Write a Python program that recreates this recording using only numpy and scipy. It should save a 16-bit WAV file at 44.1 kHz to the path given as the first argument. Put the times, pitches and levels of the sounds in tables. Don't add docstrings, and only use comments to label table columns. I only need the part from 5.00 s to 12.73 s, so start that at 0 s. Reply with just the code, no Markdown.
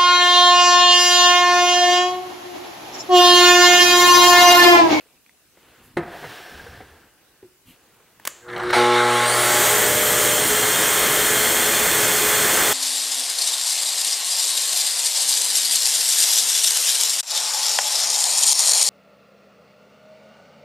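import sys
import numpy as np
from scipy import signal
from scipy.fft import rfft, irfft, next_fast_len
from scipy.io import wavfile
from scipy.ndimage import uniform_filter1d, map_coordinates

SR = 44100
rng = np.random.default_rng(int(sys.argv[2]) if len(sys.argv) > 2 else 0)


def generate_wav(signal):
    frames = np.transpose(np.atleast_2d(signal))
    scaled = np.clip(frames, -1, 1) * 32767
    pcm = np.round(scaled).astype(np.int16)
    wavfile.write(sys.argv[1], SR, pcm)


def invert_db(x):
    u = np.asarray(x, float) / 20
    return 10 ** u


N = 340893
T = np.arange(N) / SR

PULSE_HZ = 120.5
SAW_HZ, FAN_HZ = 357.2, 425.8
CUT_IN_S = 3.728
# start_s, peak_db
JOLTS = [(3.4815, -36), (3.4877, -30), (3.4985, -29), (3.513, -41), (3.530, -27), (3.546, -40),
         (3.5621, -18), (3.579, -25), (3.597, -20), (3.616, -29), (3.6344, -30), (3.6514, -28),
         (3.6694, -37), (3.6943, -22), (3.7013, -15), (3.728, -10.5)]


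def unit(x):
    return x / np.sqrt(np.mean(x ** 2) + 1e-20)


def along(points, hz):
    f, v = np.transpose(points)
    return np.interp(np.log(hz + 1), np.log(f + 1), v)


def curves(rows, outside=None):
    s, *cols = np.transpose(rows)
    return [np.interp(T, s, c, left=outside) for c in cols]


def ramp(start, lasts):
    return np.clip((T - start) / lasts, 0, 1)


def wobble(rate):
    return map_coordinates(rng.standard_normal(int(N * rate / SR) + 4), [T * rate])


def filtered(x, response):
    m = next_fast_len(N + SR // 2)
    return irfft(rfft(x, m) * response(np.fft.rfftfreq(m, 1 / SR)), m)[..., :N]


def colour(points):
    return lambda hz: invert_db(along(points, hz))


def resonances(modes):
    def response(f):
        total = 0
        for k, (c, w, db) in enumerate(modes):
            damping = 1j * f * w
            total = total + (-1) ** k * invert_db(db) * damping / (c * c - f * f + damping)
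        return total
    return response


def noise(response):
    return unit(filtered(rng.standard_normal(N), response))


def grit(spectrum, grain_db, patchy_db):
    grains = rng.standard_normal(N) * invert_db(grain_db * rng.exponential(size=N))
    z = signal.stft(grains, nperseg=512)[2]
    field = uniform_filter1d(rng.standard_normal(z.shape), size=5, axis=0)
    field = uniform_filter1d(field, size=12, axis=1)
    patchy = signal.istft(z * invert_db(patchy_db * unit(field)), nperseg=512)[1][:N]
    return unit(filtered(patchy, colour(spectrum)))


def orders(turns, table, unsteady_db, rate):
    total = 0
    for k, db in table:
        level = invert_db(db + unsteady_db * wobble(rate))
        total = total + level * np.sqrt(2) * np.sin(2 * np.pi * (k * turns + rng.random()))
    return total


def ring(modes, t, scatter_db):
    total = 0
    for hz, db, t60 in modes:
        total = total + invert_db(db + rng.normal(0, scatter_db) - 60 * t / t60) * np.sin(2 * np.pi * hz * t)
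    return total


def bursts(events, t60, rise):
    out, age = np.zeros(N + 2 * SR), np.arange(int(2 * min(t60, 1) * SR)) / SR
    for s, db in events:
        out[round(s * SR):][:len(age)] += invert_db(db - 60 * age / t60) * (1 - np.exp(-age / rise))
    return out[:N]


def hiss_floor():
    # hz, db per Hz
    floor_spectrum = [(15, -35), (25, -10), (269, -8), (316, -7.5), (403, -9.5), (981, -14), (1390, -13.5),
                      (2260, -15), (3390, -11.5), (15800, -13)]
    common, left, right = (grit(floor_spectrum, grain_db=-5, patchy_db=2.5) for _ in range(3))
    return invert_db(-57.5) * (1.03 * filtered(common, lambda hz: hz < 3000) + 0.84 * np.array([left, right]))


def shop(x):
    # hz, t60_s
    decay = [(150, 1), (1000, 0.24), (7000, 0.45), (14000, 0.11)]
    hz, t, z = signal.stft(rng.standard_normal(SR // 2), SR, nperseg=256)
    tail = signal.istft(z * invert_db(-60 * t / along(decay, hz)[:, None]), SR, nperseg=256)[1]
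    delayed = np.pad(x, (400, 0))
    return signal.fftconvolve(delayed, tail / np.linalg.norm(tail))[:N]


def cloth():
    # hz, db per Hz
    fibres = [(3000, -28), (6000, -8), (12600, 0), (15800, -8)]
    # hz, width_hz, level_db
    hollow = [(2750, 1300, -2), (1800, 600, -6)]
    sleeve = invert_db(-58) * np.sin(np.pi * ramp(.822, .09) ** .6) * noise(colour(fibres))
    air = rng.standard_normal(N)
    brush = unit(filtered(air, lambda hz: resonances(hollow)(hz) ** 2))
    hiss = unit(filtered(air, colour(fibres)))
    puff = np.sin(np.pi * ramp(2.655, .09)) * (invert_db(-59) * brush + invert_db(-56) * hiss)
    return sleeve + puff


def ticks():
    # start_s, peak_db, ring_hz, ring_db, length_s
    snaps = [(0.009, -50, 2650, 12, .004), (.2632, -50, 2400, 9, .003), (.2635, -56, 4300, 6, .002),
             (.2945, -49, 2050, 9, .003), (3.1975, -49, 900, 6, .005), (3.199, -45, 1780, 9, .006),
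             (3.236, -60, 3050, 14, .006), (3.242, -60, 3050, 15, .006), (3.252, -19, 1600, -9, 0.0091),
             (3.2535, -33, 3410, 6, .004), (3.254, -37, 1080, 6, .004), (3.2687, -31, 1780, 4, .008),
             (3.2737, -10.5, 7200, -3, 0.0038), (3.275, -24.5, 1090, 5.5, 0.0037),
             (3.2754, -11.5, 1740, -5, 0.0056), (3.2786, -24.5, 1730, 6, .004), (3.274, -27, 3230, 8, .004),
             (3.58, -34, 14000, -9, .004), (3.6345, -37, 14100, 1, .004), (3.707, -28, 1590, 7, .0087)]
    # hz, width_hz, level_db
    spring = [(7300, 800, 4), (6100, 900, -1), (4400, 700, -6), (1800, 400, -1)]
    out, t = np.zeros(N + SR), np.arange(SR // 3) / SR
    for s, db, hz, ring_db, length in snaps:
        snap = 0.66 * invert_db(-20 * t / length) * rng.standard_normal(len(t))
        hollow = ring([(hz, ring_db, 14 / hz + .003)], t, scatter_db=0)
        out[round(s * SR):][:len(t)] += invert_db(db) * (snap + hollow)
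    thin = filtered(out[:N], lambda hz: 1j * hz / (1j * hz + 130))
    tail = bursts([(3.252, -53), (3.276, -47)], t60=0.6, rise=.004)
    return thin + tail * noise(resonances(spring))


def knocks():
    # start_s, peak_db, ring_hz, body_db, crack_db
    hits = [(.571, -51, 360, -12, 0), (.9675, -22, 340, -8, -8), (.9695, -8, 345, -7, -10),
            (.9811, -16, 345, -30, -14), (.9927, -20, 345, -30, -20), (1.017, -27, 700, -30, -12),
            (1.0313, -27, 700, -30, -12), (.988, -24, 160, -30, -20), (1.022, -28, 330, -30, -20),
            (1.077, -27, 700, -20, -10), (1.115, -29, 340, -30, -20), (1.225, -40, 760, -12, 4),
            (1.24, -31, 900, -10, 0), (1.2415, -33, 1420, -30, -20), (1.246, -28, 490, -30, -14),
            (1.243, -31, 150, -30, -20), (1.27, -36, 115, -30, -20), (1.545, -35, 70, -22, -9),
            (1.542, -33, 1560, -30, -20), (1.552, -34, 1560, -30, -20), (1.595, -30, 1630, -30, -20),
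            (1.603, -35, 1600, -30, -20), (1.638, -35, 100, -30, -20), (1.665, -30, 474, -22, -14),
            (1.666, -35, 1600, -30, -20), (1.69, -35, 80, -30, -20), (1.775, -35, 110, -30, -20),
            (1.803, -33, 430, -14, -3), (1.8035, -31, 760, -30, -20), (1.822, -34, 440, -25, -14),
            (1.72, -37, 80, -30, -20), (1.83, -41, 70, -30, -20), (1.915, -40, 80, -30, -20),
            (2.4258, -40, 385, -16, -13), (2.4284, -34.5, 385, -34, -22), (2.444, -35, 360, -40, -26),
            (2.4523, -41, 360, -40, -26), (2.4606, -47, 360, -40, -26), (2.43, -48, 110, -40, -30)]
    # hz, level_db, t60_s
    body_modes = [(160, -8, 0.2), (400, -32, 0.062), (482, -14, 0.38), (704, -10, .2), (960, -20, 0.1),
                  (1260, -13, 0.4), (1663, -14, 0.15), (1760, -16, 0.3), (2010, -6, 0.067),
                  (2090, -19, 0.33)]
    # hz, db per Hz
    crack_spectrum = [(88, -34), (150, -4), (404, 1.5), (1400, -8.5), (1990, -6), (2370, -17), (4240, -22),
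                      (4860, -34), (10600, -33.5), (15600, -59)]
    out, t = np.zeros(N + SR), np.arange(SR // 3) / SR
    for s, db, hz, body_db, _ in hits:
        body = invert_db(body_db) * ring(body_modes, t, scatter_db=1.5) * invert_db(-60 * t / .4)
        own = ring([(hz, -3, .045 + 11 / hz)], t, scatter_db=0)
        out[round(s * SR):][:len(t)] += invert_db(db - 1.5) * (body + own) * (1 - np.exp(-t / 0.00082))
    cracks = bursts([(s, db + crack_db) for s, db, *_, crack_db in hits], t60=0.057, rise=0.001)
    return out[:N] + cracks * noise(colour(crack_spectrum))


def slide():
    # start_s, speed_db
    push = [
        (.97, -18),
        (1.13, -4),
        (1.32, -0.5),
        (1.6, -5.5),
        (1.79, -11.5),
        (2.05, -24.5),
        (2.5, -29),
    ]
    # start_s, length_s, scrape_db, fine_db, rumble_db
    rubs = [(-.1, 0.23, -66, -66, -75), (0.527, 0.42, -57, -60.5, -64), (0.777, 0.41, -71, -72, -57),
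            (1.49, 0.61, -59, -62, -56), (2.648, 0.12, -68, -58.5, -64), (2.68, 0.041, -72, -66, -70),
            (2.687, .55, -61, -67, -67), (3.19, 0.28, -54.5, -57, -69)]
    # hz, db per Hz
    rumble_spectrum = [(15, -39), (25, 12), (38, -7), (91, 3.5), (198, -1), (250, 2), (320, -6),
                       (550, -120)]
    fine_spectrum = [(1470, -16), (2300, -6), (2800, -2.5), (4360, -8.5), (5490, -17), (6160, -16),
                     (14600, -17.5), (15800, -13.5)]
    scrape_spectrum = [(88, -41), (150, -9), (263, -12), (298, 1.5), (476, 3), (593, -3.5), (689, -2),
                       (1160, -3), (1550, -1), (2070, -5.5), (4000, -25), (5200, -26), (8800, -120)]
    # hz, width_hz, level_db
    rail_modes = [(1740, 130, 1.5), (5500, 250, 8), (715, 60, -2), (1570, 90, 3)]
    overhang_modes = [(1930, 130, -3), (704, 90, 4.5)]

    speed_db = np.where(T < 2.5, curves(push, outside=-120)[0], -120)
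    start, length, *levels = np.transpose(rubs)[..., None]
    swell = np.abs(np.sin(np.pi * ramp(start, length))) ** 0.57 * (T < start + length)
    scrape, fine, rumble = (np.sum(invert_db(db) * swell, axis=0) for db in levels)
    skid = bursts([(.9695, -39.5)], t60=0.57, rise=.01)

    rumble = (rumble + 0.37 * skid + invert_db(-56 + speed_db)) * invert_db(1.7 * wobble(25.1))
    rumble = rumble * grit(rumble_spectrum, grain_db=0.5, patchy_db=3.5)
    scrape = (scrape + skid + invert_db(-44 + 0.84 * speed_db)) * invert_db(.9 * wobble(35))
    scrape = scrape * grit(scrape_spectrum, grain_db=1.1, patchy_db=.9)
    fine = (fine + invert_db(-44 + 1.33 * speed_db)) * grit(fine_spectrum, grain_db=1.5, patchy_db=.6)

    landed = T > .96
    on_rail = 1.2 * ramp(.85, .65) * landed * (1 - ramp(2.3, .2)) * np.interp(T, [1.74, 1.84], [1, .35])
    overhang = (1 - ramp(1.25, .25)) * landed
    rail = filtered(scrape + fine, lambda f: np.abs(resonances(rail_modes)(f)))
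    start_rail = filtered(scrape + fine, lambda f: np.abs(resonances(overhang_modes)(f)))
    return rumble + scrape + fine + on_rail * rail + overhang * start_rail


def fan_speed():
    # start_s, turns_hz
    shaft = [(3.728, 5), (4.2, 254), (4.28, 292), (4.41, 351), (4.52, 386), (4.63, 408.5), (4.76, 423.5),
             (4.84, 425.6), (4.97, 423.2), (5.38, 423.1), (5.52, 426.6), (5.75, 426.8), (5.88, 424.6),
             (6.5, 425.9), (6.62, 424.4), (6.9, 425.7), (7.48, 424.8), (7.65, 425.8)]
    return uniform_filter1d(curves(shaft)[0], size=3500, mode="nearest")


def buzz():
    multiples = (1, 2, 3, 4, 5, 7)
    # inrush_db, fade_db_per_s, share lost as the soft start eases, opposing saw hum_db
    levels = [(-34.5, 1, 0, -46), (-32, 4, .7, -48), (-17.5, 15, 1, -30.5), (-20.5, 8, .9, -33),
              (-30.5, .5, 0, -49), (-20, 10, .3, -56)]
    # how long the easing lasts, s
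    ease_s = [.22, .22, .22, .62, .22, .22]
    # when it ends as a motor stops labouring, s
    drop_s = [5.5, 4.7, 4.67, 5.46, 5.46, 4.8]
    # start_s, third multiple_db, others_db
    creep = [(3.38, -40, -40), (3.44, -25, -19), (3.5, -11, -8), (3.55, -4, -5), (3.595, -8, -10),
             (3.612, -14, -10), (3.625, 3, -4), (3.68, 3, -2), (3.705, 7, 2), (3.74, -2, -2), (3.8, 0, 0)]
    # multiple, level_db, extra fade_db_per_s
    upper = [(6, -20, -12), (8, -18, 5), (9, -5, -3), (10, -16, -3), (11, -7, -2), (12, -19, -6),
             (13, -21, -9), (14, -14, 5), (15, -22, -8), (16, -18, 0), (17, -19, -4), (18, -16, 2)]
    # start_s, level_db
    stir_level = [(3.4, -75), (3.425, -53), (3.46, -52), (3.49, -75)]

    age, turns = np.clip(T - 3.748, 0, None), PULSE_HZ * T
    inrush_db, fade, lost, hum_db = np.transpose(levels)[..., None]
    eased = 1 - lost * ramp(4.17, np.array(ease_s)[:, None])
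    inrush = invert_db(inrush_db - fade * age) * np.clip(age / .022, 0, 1) * eased
    third_db, others_db = curves(creep, outside=-120)
    is_third = np.arange(6)[:, None] == 2
    hum = invert_db(hum_db + np.where(is_third, third_db, others_db) + wobble(30))
    sizes = (inrush - hum) * np.clip((np.array(drop_s)[:, None] - T) / .06, 0, 1)

    low = sum(size * orders(turns, [(k, 0)], unsteady_db=.8, rate=12) for k, size in zip(multiples, sizes))
    high = 0
    for k, db, extra_fade in upper:
        high = high + invert_db(-extra_fade * age) * orders(turns, [(k, db)], unsteady_db=.9, rate=10)
    stir_db = np.interp(T, *np.transpose(stir_level), left=-120, right=-120)
    return low + sizes[-1] * high + invert_db(stir_db) * np.sin(2 * np.pi * 1590 * T)


def extractor_whine():
    fan_orders = [(1, -31.5), (2, -42), (4, -39), (8, -45), (14, -60), (15, -46), (16, -42), (20, -46)]
    fan_power = [13, 4.8, 1.5, 4, -6, 2, 4, 2]
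    # hz, level_db
    housing = [(6400, -60), (8200, -42), (8750, -20), (10000, -30), (10800, -26), (11600, -39),
               (12300, -29), (12800, -28.5)]
    # start_s, level_db
    whine_swells = [(4.6, 0), (4.86, -6), (5.04, 4), (5.15, -2), (5.24, -10), (5.35, 0), (5.41, -9), (5.52, -1),
                    (5.77, -10), (5.9, -1), (6.33, 1), (6.6, -2), (7.3, 0), (7.5, -8), (7.61, 0), (7.73, -5)]
    shaft_hz = fan_speed()
    turns = np.cumsum(shaft_hz + .3 * wobble(28)) / SR
    fan = 0
    for tone, power in zip(fan_orders, fan_power):
        fan = fan + (shaft_hz / shaft_hz[-1]) ** power * orders(turns, [tone], unsteady_db=1.3, rate=9)
    strain = invert_db(.014 * SR * np.gradient(shaft_hz))
    bars = invert_db(along(housing, 30 * shaft_hz) + curves(whine_swells)[0])
    bars = bars * orders(turns, [(30, -3)], unsteady_db=1.5, rate=16)
    beat = 2 * invert_db(-11 - 4 * (T > 5.5)) * np.cos(2 * np.pi * PULSE_HZ * T)
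    return ramp(4.12, 0.17) * (strain * fan + bars * (1 + beat))


def saw_tones():
    saw_orders = [(1, -48), (3, -41), (4, -43), (5, -42), (6, -38), (12, -50), (30, -43)]
    # start_s, level_db
    settled = [
        (5.2, -30),
        (5.7, 0),
        (7.73, 0),
    ]
    turns = np.cumsum(SAW_HZ + 0.216 * wobble(20)) / SR
    return invert_db(curves(settled, outside=-120)[0]) * orders(turns, saw_orders, unsteady_db=2.2, rate=4)


def blade():
    steady_modes = [(1550, 10, -44), (2805, 12, -47), (3655, 12, -44), (4237, 14, -44), (4290, 12, -47),
                    (4340, 12, -46), (5120, 20, -51), (5243, 20, -49), (5599, 20, -48), (5798, 20, -47),
                    (7488, 25, -44), (8333, 25, -42), (9711, 30, -43), (10950, 20, -46), (13765, 40, -45),
                    (8480, 90, -39), (14480, 50, -46), (12200, 30, -47)]
    early_modes = [(3090, 70, -39), (3230, 110, -37), (8800, 300, -38)]
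    late_modes = [(2439, 16, -42), (3200, 200, -39), (3472, 14, -40), (4400, 80, -44), (5130, 30, -49),
                  (6380, 90, -43)]
    drive = 1.75 * ramp(4.2, 1.2) * rng.standard_normal(N)

    def sing(modes):
        return filtered(drive, resonances([(c, w, db - 10 * np.log10(w)) for c, w, db in modes]))

    moved = ramp(6.2, .6) * np.pi / 2
    singing = sing(steady_modes) + np.cos(moved) * sing(early_modes) + np.sin(moved) * sing(late_modes)
    return np.sqrt(SR / np.pi) * singing


def speeding_up(slow, fast, start=3.99, lasts=0.72):
    turn = ramp(start, lasts) * np.pi / 2
    rough, smooth = grit(slow, grain_db=1.55, patchy_db=2.0), grit(fast, grain_db=0.0, patchy_db=0.2)
    return np.cos(turn) * rough + np.sin(turn) * smooth


def tub_drumming(load, fan):
    # hz, db per Hz
    duct = [(15, -30), (30, -8.5), (87, 1.5), (330, 3.5), (430, 2.5), (730, -120)]
    level = invert_db(-11) * fan ** 7 + invert_db(-9) * np.clip(1 - 5 * fan, 0, 1)
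    return load * level * invert_db(0.4 * wobble(23)) * grit(duct, grain_db=0.5, patchy_db=-0.5)


def air_hiss(load, kick, fan):
    # hz, db per Hz
    slow = [(300, -55), (2710, -28), (4600, -5.5), (5170, -19), (5820, -12), (9250, -4.5), (9800, -10.5),
            (12500, -20), (14200, -21), (15600, -27)]
    fast = [(2710, -43), (4600, -11), (5880, -3.5), (6130, -5), (6280, 0.5), (6600, -1), (7070, 0.5),
            (8360, 1.5), (9000, 0.5), (9700, -3.5), (10300, -5.5), (11300, -6.5), (12300, -5.5),
            (12900, -8), (13300, 2), (14000, -4), (14700, -8), (15050, -0.5), (15780, -14)]
    level = load * (invert_db(2.5) * fan ** 1.96 + invert_db(-20) * (1 - fan)) + invert_db(-13) * kick
    armature = 1 + 0.09 * np.cos(2 * np.pi * SAW_HZ * T)
    return armature * level * speeding_up(slow, fast, 4.05, 0.8)


def gear_whirr(load, jolts, kick):
    # hz, db per Hz
    slow = [(100, -60), (1290, -25), (2200, 1), (2520, -10.5), (2940, -6), (3320, -6.5), (3970, -5.5),
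            (4240, -11.5), (5120, -18), (5600, -14), (7280, -27), (12300, -120)]
    fast = [(25, -43), (250, -13), (1240, -10), (2100, 1), (2210, -25), (2290, -12), (2480, -1),
            (2680, -3.5), (3200, 2), (3600, -1.5), (3850, -5), (4180, -2), (4400, -21), (4540, -5),
            (5600, -21), (7280, -9), (12300, -120)]
    jolt_colour = [(1800, -30), (2400, -2), (3400, -2), (4300, 2), (4700, -18), (9000, -26), (15000, -40)]
    slack_db = np.where(T < CUT_IN_S, -3.5 - 54 * (CUT_IN_S - T), 0)
    mesh = load * invert_db(-3 + slack_db + 0.053 * wobble(13)) + invert_db(-6) * kick
    catches = invert_db(-10.5) * bursts(JOLTS, t60=0.028, rise=.0008) * noise(colour(jolt_colour))
    return (mesh + 0.12 * jolts) * speeding_up(slow, fast) + catches


def casing_roar(load, jolts):
    # hz, db per Hz
    slow = [(30, -60), (120, -34), (250, -25), (400, -9), (700, -3.5), (1000, -4.5), (1400, 1), (1700, -2),
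            (2100, -5), (2400, -25), (3400, -20), (5700, -120)]
    fast = [(30, -55), (120, -22), (250, -16), (400, -2.5), (600, -3.5), (1000, -7), (1300, -3.5),
            (1850, -4), (2200, -5.5), (2600, -17), (3400, -41), (5700, -120)]
    thud = bursts([(CUT_IN_S, -11.5)], t60=.3, rise=0.0043)
    level = load * invert_db(0.44 * wobble(7.1)) + thud + invert_db(-8) * jolts
    return level * speeding_up(slow, fast)


def roar():
    # start_s, level_db
    effort = [(3.38, -69), (3.466, -45), (3.534, -33.5), (3.672, -30), (3.73, -29), (3.98, -22.5),
              (4.32, -21), (4.71, -20), (4.8, -21.5), (5.05, -23.5), (5.25, -21.5), (5.4, -23), (7.73, -22)]
    load = invert_db(curves(effort, outside=-120)[0] + .4 * wobble(4))
    jolts = bursts(JOLTS, t60=0.065, rise=0.0012)
    kick = bursts([(CUT_IN_S, -15.5)], t60=0.77, rise=0.0083)
    fan = fan_speed() / FAN_HZ
    labour = np.interp(T, [3.4, 4, 4.7], [.6, .4, 0])
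    beat = 2 * np.pi * PULSE_HZ * T
    pulse = 1 + labour * (0.18 * np.cos(beat) + 0.19 * np.cos(2 * beat))
    driven = pulse * (casing_roar(load, jolts) + gear_whirr(load, jolts, kick))
    return driven + air_hiss(load, kick, fan) + tub_drumming(load, fan)


def scene():
    hits = knocks() + ticks()
    motors = roar() + blade()
    handling = hits + invert_db(-17.0) * shop(hits) + slide() + cloth()
    running = 0.83 * motors + invert_db(-15) * shop(motors) + buzz() + extractor_whine() + saw_tones()
    return handling + running + hiss_floor()


def treble_fills(x):
    hz, t, z = signal.stft(x, SR, nperseg=512)
    draws = rng.random((17, 3))
    starts = 4.6 + (np.arange(len(draws)) + draws[:, 0]) / 5.5
    lows = np.interp(draws[:, 1], [0, 1], (4200, 13600))
    widths = np.interp(draws[:, 2], [0, 1], (1100, 2400))
    fill = 0
    for s, low, width in zip(starts, lows, widths):
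        band = (hz > low) & (hz < low + width)
        fill = fill + band[:, None] * np.cos(np.clip((t - s) / .034, -.5, .5) * np.pi)
    scrambled = np.abs(z) * np.exp(2j * np.pi * rng.random(z.shape))
    kept = np.sqrt(1 - np.clip(fill, 0, 1) ** 2) * z
    return signal.istft(kept + 1.46 * fill * scrambled, SR, nperseg=512)[1][:, :N]


def band_limit(x):
    return signal.sosfilt(signal.butter(12, 16420, fs=SR, output="sos"), x)


def record(dry):
    held = dry / (1 + np.abs(dry / .66) ** 6) ** (1 / 6)
    mixed = treble_fills(held)
    finished = filtered(mixed, lambda hz: (hz < 15750) / np.sqrt(1 + (32 / (hz + 1)) ** 4))
    return band_limit(finished)


dry = scene()
out = record(dry)
generate_wav(out)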